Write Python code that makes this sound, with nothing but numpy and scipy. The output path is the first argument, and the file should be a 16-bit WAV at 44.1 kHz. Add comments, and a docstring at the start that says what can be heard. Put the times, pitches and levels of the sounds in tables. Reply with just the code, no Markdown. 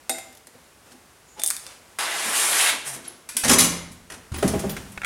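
"""A bicycle in a small hard-walled garage. First a steel wrench strikes the stem and the handlebar rings
in its modes; a hand bumps the bar, stick-slip friction squeaks, and the wrench clicks on its bolt. Next
the bike is wheeled off, rubber rasping over gritty concrete among soft steps. A latch snaps, loose steel
rattles and a big door booms and swings open. Thin squeals sound along the way and as the tyre bounces
against the panel; last, a joint creaks. Reflections from the walls prolong these sounds."""
import sys
import numpy as np
from scipy import signal
from scipy.fft import rfft, irfft
from scipy.io import wavfile
from scipy.ndimage import uniform_filter1d, minimum_filter1d

SR = 44100
rng = np.random.default_rng(int(sys.argv[2]) if len(sys.argv) > 2 else 0)


def unload_wav(signal):
    """Save mono or channel-first audio to the path in sys.argv[1] as 16-bit WAV at rate SR, clipped to [-1, 1]."""
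    wavfile.write(
        sys.argv[1],
        SR,
        np.round(np.clip(np.atleast_2d(signal).T, -1, 1) * 32767).astype(np.int16),
    )


N = 223075
TIME = np.arange(N) / SR
HIT_TIME = np.arange(2 ** 14) / SR

# reverberation time of the garage: frequency_hz, t60_s
GARAGE_DECAY = [(60, 1.73), (250, 0.74), (1000, 0.62), (3000, 0.66), (6000, 0.54), (10000, 0.43),
                (16000, 0.33)]
# reverberation relative to direct sound: source, level_db
REVERB_DB = {"stem": -5.5, "wrench": -6, "pads": 2.5, "scrape": -7.5, "latch": -1, "clatter": -6.5, "door":
             -6.5, "knocks": -7.5, "creak": -19}
# background noise: frequency_hz, level_db
AIR_SPECTRUM = [(25, -33), (60, -2.5), (110, -6.5), (260, -7), (450, -7.5), (1500, -10.5), (4000, -17.5),
                (10000, -17.5), (16000, -29.5)]
# wrench blows on the stem: start_s, level_db
STEM_CLINKS = [(.0945, -16), (.112, -29), (.1835, -29.5), (.326, -46), (.35, -43.5), (.3715, -43.5),
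               (.47, -38), (1.3965, -27.5), (1.4358, -25.5)]
# steel striking steel: frequency_hz, level_db
STEEL_SPECTRUM = [(150, -26), (350, 1), (560, 1), (800, 0), (1150, -7.5), (2100, -2.5), (2800, -13.5),
                  (3700, -9), (8500, -9), (11000, -7.5), (13000, -16), (16000, -28)]
# handlebar and stem: pitch_hz, level_db, t60_s
HANDLEBAR_MODES = [(253, -9, .65), (335, -12, .35), (492, -12, .28), (660, -6, .48), (774, -1, .42),
                   (837, -5, .24), (1560, -16, .2), (2101, -6, .42), (3560, -6, .22), (3703, -7, .4),
                   (3795, -4, .22), (7147, -5, .33), (8285, -3, .27), (8440, 6.5, .15), (9630, 2, .18)]
# a hand bumps the bar: start_s, level_db
HAND_TAPS = [(.475, -38), (.552, -33), (.915, -34), (.94, -30), (1.39, -31)]
# skin and cloth slide over the bike: centre_s, width_s, level_db, tilt_db_per_octave
HAND_RUBS = [(.556, 0.0097, -49, -5), (.875, 0.024, -55, -1.5), (.923, 0.013, -49.5, 2),
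             (1.385, 0.013, -43, -2), (1.69, .08, -46.5, 0.5)]
# their friction noise: frequency_hz, level_db
RUB_SPECTRUM = [(150, -15), (500, -1.5), (1200, -4.5), (2500, -7.5), (4000, -9), (10000, -12), (16000, -32)]
# dry metal sings high, rubber low: start_s, length_s, start_hz, end_hz, level_db, jitter_fraction
SQUEAL_GLIDES = [(1.26, 0.12, 6900, 6850, -55.5, 0.05), (1.356, 0.068, 870, 822, -46, 0.02),
                 (2.85, 0.13, 143, 124, -47, 0.1), (3.078, 0.0091, 10520, 10500, -26.5, .03),
                 (4.365, .025, 15500, 15500, -38, .014), (4.687, 0.046, 15400, 12900, -35, 0.04)]
# the wrench slips and seats on the bolt:
# start_s, level_db, tilt_db_per_octave, ring_db, ring_tilt_db_per_octave
WRENCH_CLICKS = [(1.395, -27, -5, -34, -20), (1.418, -19.5, -3, -37, -2), (1.436, -6, 6.5, -28, -2),
                 (1.445, -16, 10, -39, 0), (1.462, -8, 8, -37, 8.5), (1.475, -8, 12, -37.5, 9),
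                 (1.486, -18, 3.5, -46, 5), (1.503, -7.5, 2.5, -38.5, 8.5), (1.509, -17, -3, -48, 3),
                 (1.566, -19, 1.5, -40, -9), (1.666, -25, -2, -42, -7)]
# one click: frequency_hz, level_db
CLICK_SPECTRUM = [(150, -50), (700, -22), (1500, -10), (3000, -12), (5000, -7.5), (7000, -7), (9000, -2.5),
                  (11000, -8.5), (13000, -16), (16000, -28)]
# the wrench itself: pitch_hz, level_db, t60_s
TOOL_MODES = [(3570, 3.5, 0.11), (8370, 8.5, 0.093), (9700, 6.5, 0.065), (9400, 5, 0.063), (12970, -20, .1)]
# the long drag along the floor: time_s, rasp_db, hiss_db
DRAG_LEVELS = [(1.99, -29, -29), (2.002, -29, -33.5), (2.096, -30, -38), (2.26, -30, -31.5),
               (2.332, -29.5, -29.5), (2.368, -27, -23.5), (2.504, -28.5, -24.5), (2.612, -24.5, -22.5),
               (2.69, -23.5, -24.5)]
# scuffs as the bike comes to rest: centre_s, rasp_db, hiss_db
TYRE_SCUFFS = [(2.883, -37, -31.5), (2.947, -41, -36)]
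# coarse grains pressed lightly, coarse grains pressed hard, fine grains: frequency_hz, level_db
DULL_SPECTRUM = [(40, -54), (140, -19), (250, -10), (450, -5), (700, 0), (1700, 1.5), (2800, -2),
                 (4500, -7), (7000, -4), (15000, -30)]
KEEN_SPECTRUM = [(100, -33.5), (300, -10.5), (700, -3), (1700, 2), (2700, 0), (4000, -1.5), (5200, -7),
                 (15000, -36)]
HISS_SPECTRUM = [(2000, -42), (4500, -8), (6500, -3.5), (9500, 2.5), (11000, 0), (13000, -10.5),
                 (16000, -23)]
# the rubber bites harder: centre_s, width_s, resonance_hz, level_db
TYRE_BITES = [(2.61, 0.024, 2560, -26.5), (2.673, 0.016, 1830, -30)]
# soft steps: start_s, level_db, tilt_db_per_octave
STEPS = [(2.246, -36, -5.5), (2.711, -36, -2), (2.955, -34.5, 1), (3.04, -35, 4.5), (3.344, -36, 1)]
# a sole landing: frequency_hz, level_db
STEP_SPECTRUM = [(40, -30), (160, -13), (245, 1), (380, -5), (800, -11), (2000, -19.5), (9000, -33.5),
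                 (16000, -56)]
# the latch snaps twice: start_s, level_db, tilt_db_per_octave, decay_s, ring_db
LATCH_SNAPS = [(3.289, -28, 0, 0.011, -32), (3.367, -11.5, 3, 0.0064, -15.5)]
# the sprung latch: pitch_hz, level_db, t60_s
SNAP_MODES = [(1550, -17, .2), (2350, -12, .14), (2568, -13, .2), (3714, -12, .04), (8021, 1, .05),
              (10150, -4, .14)]
# contact of steel fittings: frequency_hz, level_db
FITTING_SPECTRUM = [(100, -19.5), (300, -9.5), (700, -13.5), (1100, -7), (1700, -5.5), (2500, -5),
                    (4200, -6), (6200, -3.5), (7500, -4.5), (10300, 0.5), (12000, -8), (14000, -19),
                    (16000, -22)]
# jolts of loose fittings: start_s, level_db, tilt_db_per_octave, loss_per_bounce_db
FITTING_JOLTS = [(3.436, -17.5, -3, 6.5), (3.446, -16, -2.5, 14), (3.48, -15.5, -2, 6), (3.494, -9, -1, 14),
                 (3.514, -10.5, 0, 17), (3.532, -11, -0.5, 14), (3.5847, -3.5, 0.5, 7.5),
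                 (3.644, -16.5, 0.5, 9), (3.916, -41.5, 5, 17.5), (4.1, -34, -3, 1),
                 (4.318, -37.5, -4.5, -1), (4.342, -30, -4, 4.5), (4.384, -30.5, -2, 17),
                 (4.425, -27.5, -0.5, 7), (4.477, -21.5, 1.5, 19), (4.592, -28.5, 0.5, 25),
                 (4.694, -27.5, -2.5, 20), (4.765, -30.5, -5, 9), (4.919, -42.5, 3, 19)]
# the door bolt knocks in its keeper: start_s, level_db, tilt_db_per_octave
BOLT_BLOWS = [(3.483, -34, 6.5), (3.512, -32, 5), (3.53, -25, 3), (3.597, -14.5, 0), (3.638, -25, 2)]
# that bolt: pitch_hz, level_db, t60_s
DOOR_BOLT_MODES = [(1092, -7, .4), (5300, -9, .36), (6043, 1, .42), (6215, -5, .38), (6815, -8, .5),
                   (6943, -6, .33), (6987, -4, .25), (7716, -7, .3), (9395, -6, .25), (10340, -8, .34)]
# blows that shake the door: start_s, level_db, tilt_db_per_octave, decay_s, ring_db
DOOR_BLOWS = [(3.446, -25.5, 1.5, 0.12, -38), (3.5, -19, 3, 0.09, -25.5), (3.587, -21, 1, 0.0097, -25),
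              (4.103, -43.5, 4.5, 0.069, -52), (4.375, -34, -7, .05, -48), (4.44, -27, -4, 0.1, -44)]
# a dull blow on the panel: frequency_hz, level_db
THUD_SPECTRUM = [(25, -22), (45, -13), (80, -0.5), (200, 3), (300, 4), (410, -1.5), (620, -4.5), (850, -8),
                 (1300, -11), (3000, -26.5), (12000, -84)]
# the booming panel: pitch_hz, level_db, t60_s
PANEL_MODES = [(82, -13, 1.5), (107.3, -3, 0.56), (172, 2.5, 1.03), (201, -4, 0.34), (249, 10.5, 0.67),
               (338, -6, 0.74), (351, -3, 0.71), (476, -12, 0.41), (606, 2, 0.19)]
# the tyre first leans on the door: start_s, level_db
TYRE_NUDGE = [(4.317, -19.5)]
# then hits it and bounces: start_s, level_db, slap_db, thump_lag_s
TYRE_KNOCKS = [(4.427, -13, -21.5, .019), (4.536, -17.5, -29.5, .018), (4.638, -21, -33, 0.01454),
               (4.694, -36, -37, .01)]
# the door as it is leant on, is knocked and gives way: pitch_hz, level_db, t60_s
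LEAN_MODES = [(80.7, -6.5, 0.53), (108, 8, 0.075), (192, -3.5, 0.14)]
WOOD_MODES = [(409.5, 3.5, 0.1), (448, -1.5, 0.12), (560, 3.5, 0.057), (622, 1, 0.074), (684, -15, 0.21),
              (815, -8, 0.2)]
THUMP_MODES = [(67, -12, 0.24), (158.3, -3.5, 0.12), (195.7, 6, 0.1), (251.8, -3, 0.19), (348, -2, 0.061)]
# slips of a creaking joint: start_s, level_db, tilt_db_per_octave, decay_s
JOINT_SLIPS = [(4.766, -28.5, -1.5, 0.01), (4.9755, -22.5, -6, 0.0041), (5.017, -23.5, -5, 0.0043),
               (5.0325, -25, -6.5, 0.0082), (5.046, -12, -1, 0.0023)]
# resonances of the joint: frequency_hz, level_db
JOINT_SPECTRUM = [(200, -34), (750, -14.5), (1100, -11.5), (1620, 2), (1900, -3), (2220, 3), (2650, -3),
                  (3000, -15), (3360, -5), (4500, -17), (6300, -12), (7300, -13), (8450, -9), (16000, -25)]


def amp(db):
    """Amplitude ratio of a level in decibels."""
    return 10 ** (np.asarray(db) / 20)


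def unit(x):
    """Normalisation to rms 1."""
    return x / np.sqrt(np.mean(x ** 2))


def at_hz(points, hz):
    """Interpolation on a logarithmic frequency axis."""
    frequencies, values = np.transpose(points)
    return np.interp(np.log(hz + 1), np.log(frequencies), values)


def add(track, start_s, sound):
    """Superposition of a sound on a track."""
    i = int(np.clip(start_s * SR, 0, N - 1))
    track[i:i + len(sound)] += sound[:N - i]


def colour(x, spectrum, tilt=0):
    """Minimum-phase filtering, tilted in dB per octave; white noise keeps its power."""
    size = 2 ** 12
    hz = np.arange(size // 2 + 1) * SR / size
    magnitude = unit(amp(at_hz(spectrum, hz) + tilt * np.log2(np.maximum(hz, 60))))
    cepstrum = irfft(np.log(magnitude))
    cepstrum[1:size // 2] *= 2  # folding makes the filter causal
    cepstrum[size // 2 + 1:] = 0
    return signal.fftconvolve(x, irfft(np.exp(rfft(cepstrum))))[:len(x)]


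def walk(rate_hz):
    """Slow random modulation with a spread near 1."""
    return np.interp(TIME * rate_hz, np.arange(2 ** 11), rng.standard_normal(2 ** 11))


def swell(centre_s, width_s):
    """A Gaussian envelope of height 1."""
    return np.exp(-((TIME - centre_s) / width_s) ** 2)


def grit(spread_db):
    """Friction noise: dense micro-impacts of unequal size."""
    return unit(rng.standard_normal(N) * amp(spread_db * np.minimum(rng.exponential(size=N), 7)))


def restless(x, depth_db, cell_size=5):
    """Spectral modulation at rms 1: resonances come and go as a contact patch moves."""
    cells = signal.stft(x, nperseg=2 ** 9)[2]
    field = uniform_filter1d(rng.standard_normal(cells.shape), size=cell_size, axis=0)
    field = uniform_filter1d(field, size=2 * cell_size, axis=1)
    return unit(signal.istft(cells * amp(depth_db * unit(field)))[1][:N])


def bounces(start_s, db, gap_s, loss_db):
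    """An impact and two rebounds, a fixed level step apart: start_s, level_db."""
    return [(start_s + k * gap_s, db - k * loss_db) for k in range(3)]


def contacts(hits, spectrum, rise_s):
    """Contact noise: two surfaces chatter in a burst that decays exponentially."""
    out = np.zeros(N)
    for start_s, db, tilt, decay_s in hits:
        envelope = np.exp(-HIT_TIME / decay_s) * (1 - np.exp(-HIT_TIME / rise_s))
        burst = colour(rng.standard_normal(len(envelope)) * envelope, spectrum, tilt)
        add(out, start_s, amp(db) * unit(burst) * np.sqrt(np.mean(envelope ** 2)))
    return out


def ring(blows, modes, rise_s, detune=0., split_hz=7, tilts=0):
    """Free vibration: each blow excites damped modes, in a mix that depends on how it lands."""
    hz, db, t60 = np.transpose(modes)[:, :, None]
    t = TIME[:int(SR * t60.max())]
    fades = amp(db) * np.exp(-np.log(1000) * t / t60) * (1 - np.exp(-t / rise_s))
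    out = np.zeros(N)
    for (start_s, blow_db), tilt in zip(blows, np.broadcast_to(tilts, len(blows))):
        mix_db, shift, split = rng.standard_normal((3, len(modes), 1))
        phase = 2 * np.pi * hz * (1 + detune * shift) * t
        # each mode beats against a weaker twin
        pair = np.sin(phase) + .5 * np.sin(phase + 2 * np.pi * split_hz * split * t)
        gains = amp(blow_db + mix_db + tilt * np.log2(hz / hz[0]))
        add(out, start_s, (gains * fades * pair).sum(axis=0) / np.sqrt(2 * np.pi))
    return out


def garage(x, wet_db):
    """Reverberation: dense wall reflections follow the direct sound, and the treble dies first."""
    t = TIME[:SR]
    noise = rfft(rng.standard_normal(SR))
    centres_hz = np.geomspace(50, 16000, 12)
    band_index = np.interp(np.log(np.arange(len(noise)) + 1), np.log(centres_hz), np.arange(12))
    tail = np.zeros(SR)
    for k, hz in enumerate(centres_hz):
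        band = irfft(noise * np.maximum(1 - abs(band_index - k), 0))
        tail += band * np.exp(-np.log(1000) * t / at_hz(GARAGE_DECAY, hz))
    tail *= 1 - np.exp(-(t / 0.001) ** 2)
    return x + amp(wet_db) * signal.fftconvolve(x, unit(tail))[:N] / np.sqrt(SR)


def air(floor_db=-53.5, rush_db=19, swing_s=4.464, rise_s=0.15, fall_s=0.64):
    """Broadband background noise wavers throughout and swells as the door swings."""
    swinging = np.interp(TIME, [swing_s - rise_s, swing_s, swing_s + fall_s], [0, 1, 0])
    return colour(rng.standard_normal(N), AIR_SPECTRUM) * amp(floor_db + rush_db * swinging + walk(6.6))


def stem(decay_s=0.005, tilt=2, hardest_ring_db=-24.5, ring_growth=1.9):
    """Impact excitation: steel ticks on steel and the hollow bar rings, hardly at all if touched lightly."""
    ticks = contacts([(s, db, tilt, decay_s) for s, db in STEM_CLINKS], STEEL_SPECTRUM, rise_s=0.00015)
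    hardest_db = max(db for _, db in STEM_CLINKS)
    blows = [(s, hardest_ring_db + ring_growth * (db - hardest_db)) for s, db in STEM_CLINKS]
    bar = ring(blows, HANDLEBAR_MODES, rise_s=0.0016, split_hz=6.8)
    return garage(ticks, REVERB_DB["stem"]) + garage(bar, wet_db=-10)


def hands(softness_tilt=-11, grip_t60_s=0.18):
    """Soft impacts excite the bar's low modes, which the grip damps; skin and cloth add friction noise."""
    held_modes = [(hz, db, min(t60, grip_t60_s)) for hz, db, t60 in HANDLEBAR_MODES]
    hum = ring(HAND_TAPS, held_modes, rise_s=0.0025, detune=.01, tilts=softness_tilt)
    grains = grit(spread_db=2.5)
    rubs = sum(amp(db) * swell(s, width_s) * colour(grains, RUB_SPECTRUM, tilt)
               for s, width_s, db, tilt in HAND_RUBS)
    return garage(hum + rubs, wet_db=-9.5)


def squeals():
    """Stick-slip oscillation: rubbing parts lock briefly into one rough, gliding tone."""
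    out = np.zeros(N)
    for start_s, length_s, start_hz, end_hz, db, jitter in SQUEAL_GLIDES:
        size = int(length_s * SR)
        wander = unit(uniform_filter1d(rng.standard_normal(size), size=25))
        hz = np.linspace(start_hz, end_hz, size) * (1 + jitter * wander)
        tone = np.sin(2 * np.pi * np.cumsum(hz) / SR)
        add(out, start_s, amp(db) * signal.windows.tukey(size) * tone)
    return garage(out, wet_db=-9)


def wrench(decay_s=0.001):
    """Brief contacts have wide spectra: bright clicks rebound and leave a thin ring in the tool."""
    hits = [(at, hit_db, tilt, decay_s) for s, db, tilt, _, _ in WRENCH_CLICKS
            for at, hit_db in bounces(s, db, gap_s=0.0048, loss_db=13)]
    clicks = contacts(hits, CLICK_SPECTRUM, rise_s=.0001)
    blows = [(s, ring_db) for s, _, _, ring_db, _ in WRENCH_CLICKS]
    tilts = [ring_tilt for *_, ring_tilt in WRENCH_CLICKS]
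    tool = ring(blows, TOOL_MODES, rise_s=.0003, detune=0.0033, tilts=tilts)
    return garage(clicks, REVERB_DB["wrench"]) + tool


def scrape(start_s=1.9865, end_s=2.6954, scuff_s=0.027, judder_db=0.4):
    """Sliding friction of rubber on concrete: coarse grains rasp, fine ones hiss, and the grip judders."""
    times, rasp_db, hiss_db = np.transpose(DRAG_LEVELS)
    sudden_onset = np.clip((TIME - start_s) / 0.0004, 0, 1)
    released_s = np.maximum(TIME - end_s, 0)
    # on release the rasp falls 200 dB a second, the hiss 332
    coarse = sudden_onset * amp(np.interp(TIME, times, rasp_db) + 1.3 - 200 * released_s)
    fine = sudden_onset * amp(np.interp(TIME, times, hiss_db) + 1.0 - 332 * released_s)
    for s, scuff_rasp_db, scuff_hiss_db in TYRE_SCUFFS:
        coarse += amp(scuff_rasp_db) * swell(s, scuff_s)
        fine += amp(scuff_hiss_db) * swell(s, scuff_s)
    grains = restless(grit(spread_db=2), depth_db=1.5)
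    # pressing harder turns the rasp from dull at -32 dB to keen 8 dB higher
    keen = np.clip((20 * np.log10(coarse + 1e-9) + 32) / 8, 0, 1)
    rasp = (1 - keen) * colour(grains, DULL_SPECTRUM, tilt=-0.96) + keen * colour(grains, KEEN_SPECTRUM)
    hiss = colour(restless(grit(spread_db=-2), depth_db=1.5), HISS_SPECTRUM)
    friction = coarse * rasp + fine * hiss + bites()
    return garage(friction * amp(judder_db * walk(70)), REVERB_DB["scrape"])


def footsteps(decay_s=0.02):
    """A compliant sole spreads its impact over time, so each step is dull."""
    hits = [(s, db, tilt, decay_s) for s, db, tilt in STEPS]
    return garage(contacts(hits, STEP_SPECTRUM, rise_s=0.012), REVERB_DB["pads"])


def bites(half_width_octaves=0.67, edge_db=-14):
    """Resonance gathers the rasp into one band where the rubber bites harder."""
    out = np.zeros(N)
    ratio = 2 ** half_width_octaves
    for s, width_s, hz, db in TYRE_BITES:
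        peak = [(100, -55), (hz / ratio, edge_db), (hz, 0), (hz * ratio, edge_db), (16000, -45)]
        out += amp(db) * swell(s, width_s) * colour(grit(spread_db=2.5), peak)
    return out


def latch():
    """A spring releases its energy in an impact that excites short, bright modes."""
    snaps = contacts([snap[:4] for snap in LATCH_SNAPS], FITTING_SPECTRUM, rise_s=0.0009)
    blows = [(s, ring_db) for s, *_, ring_db in LATCH_SNAPS]
    return garage(snaps + ring(blows, SNAP_MODES, rise_s=0.00047, split_hz=45), REVERB_DB["latch"])


def clatter(decay_s=0.014):
    """Repeated collisions: loose steel rebounds at each jolt, and the lightly damped bolt rings on."""
    hits = [(at, hit_db, tilt, decay_s) for s, db, tilt, loss_db in FITTING_JOLTS
            for at, hit_db in bounces(s, db, gap_s=.019, loss_db=loss_db)]
    chatter = contacts(hits, FITTING_SPECTRUM, rise_s=0.00082)
    chatter = restless(chatter, depth_db=2.5, cell_size=3) * np.std(chatter)
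    blows = [(s, db) for s, db, _ in BOLT_BLOWS]
    tilts = [tilt for _, _, tilt in BOLT_BLOWS]
    bolt = ring(blows, DOOR_BOLT_MODES, rise_s=0.00071, detune=0.00132, split_hz=11.6, tilts=tilts)
    return garage(chatter, REVERB_DB["clatter"]) + bolt


def door():
    """Plate vibration: dull blows set the big panel booming in its low modes."""
    thuds = contacts([blow[:4] for blow in DOOR_BLOWS], THUD_SPECTRUM, rise_s=0.0023)
    blows = [(s, ring_db) for s, *_, ring_db in DOOR_BLOWS]
    return garage(thuds, REVERB_DB["door"]) + ring(blows, PANEL_MODES, rise_s=0.0075, split_hz=2.55)


def tyre_knocks():
    """Inelastic bounces: the tyre leans, then slaps; the wooden door knocks, shudders and thumps."""
    slaps = [(s, slap_db, 6, .011) for s, _, slap_db, _ in TYRE_KNOCKS]
    thumps = [(s + lag_s, db + 4.5) for s, db, _, lag_s in TYRE_KNOCKS]
    shudders = [(s, db - 12, 1.5, .035) for s, db, _, _ in TYRE_KNOCKS]
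    slap = contacts(slaps, THUD_SPECTRUM, rise_s=0.001)
    knock = ring([(s, db) for s, db, _, _ in TYRE_KNOCKS], WOOD_MODES, rise_s=0.0024, detune=0.026)
    thump = ring(thumps, THUMP_MODES, rise_s=0.0041, detune=0.017)
    shudder = contacts(shudders, THUD_SPECTRUM, rise_s=0.0056)
    nudge = ring(TYRE_NUDGE, LEAN_MODES, rise_s=0.0062)
    return garage(nudge + slap + knock + shudder + thump, REVERB_DB["knocks"])


def creak():
    """Slow stick-slip: each separate slip excites the resonances of a joint."""
    return garage(contacts(JOINT_SLIPS, JOINT_SPECTRUM, rise_s=0.00065), REVERB_DB["creak"])


def scene():
    """Superposition: the pressures of all sources add at one point."""
    bicycle = air() + stem() + hands() + squeals() + wrench() + scrape() + footsteps()
    return (bicycle + latch() + clatter() + door() + tyre_knocks() + creak())[None]


def record(dry, ceiling=.76, cutoff_hz=15900):
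    """Fast limiting holds down the loudest peaks; a low-pass filter cuts the top."""
    gain = np.minimum(1, ceiling / (abs(dry) + 1e-9))
    gain = uniform_filter1d(minimum_filter1d(gain, size=129), size=129)
    return signal.sosfilt(signal.ellip(8, .2, 70, cutoff_hz, fs=SR, output="sos"), dry * gain)


dry = scene()
out = record(dry)
unload_wav(out)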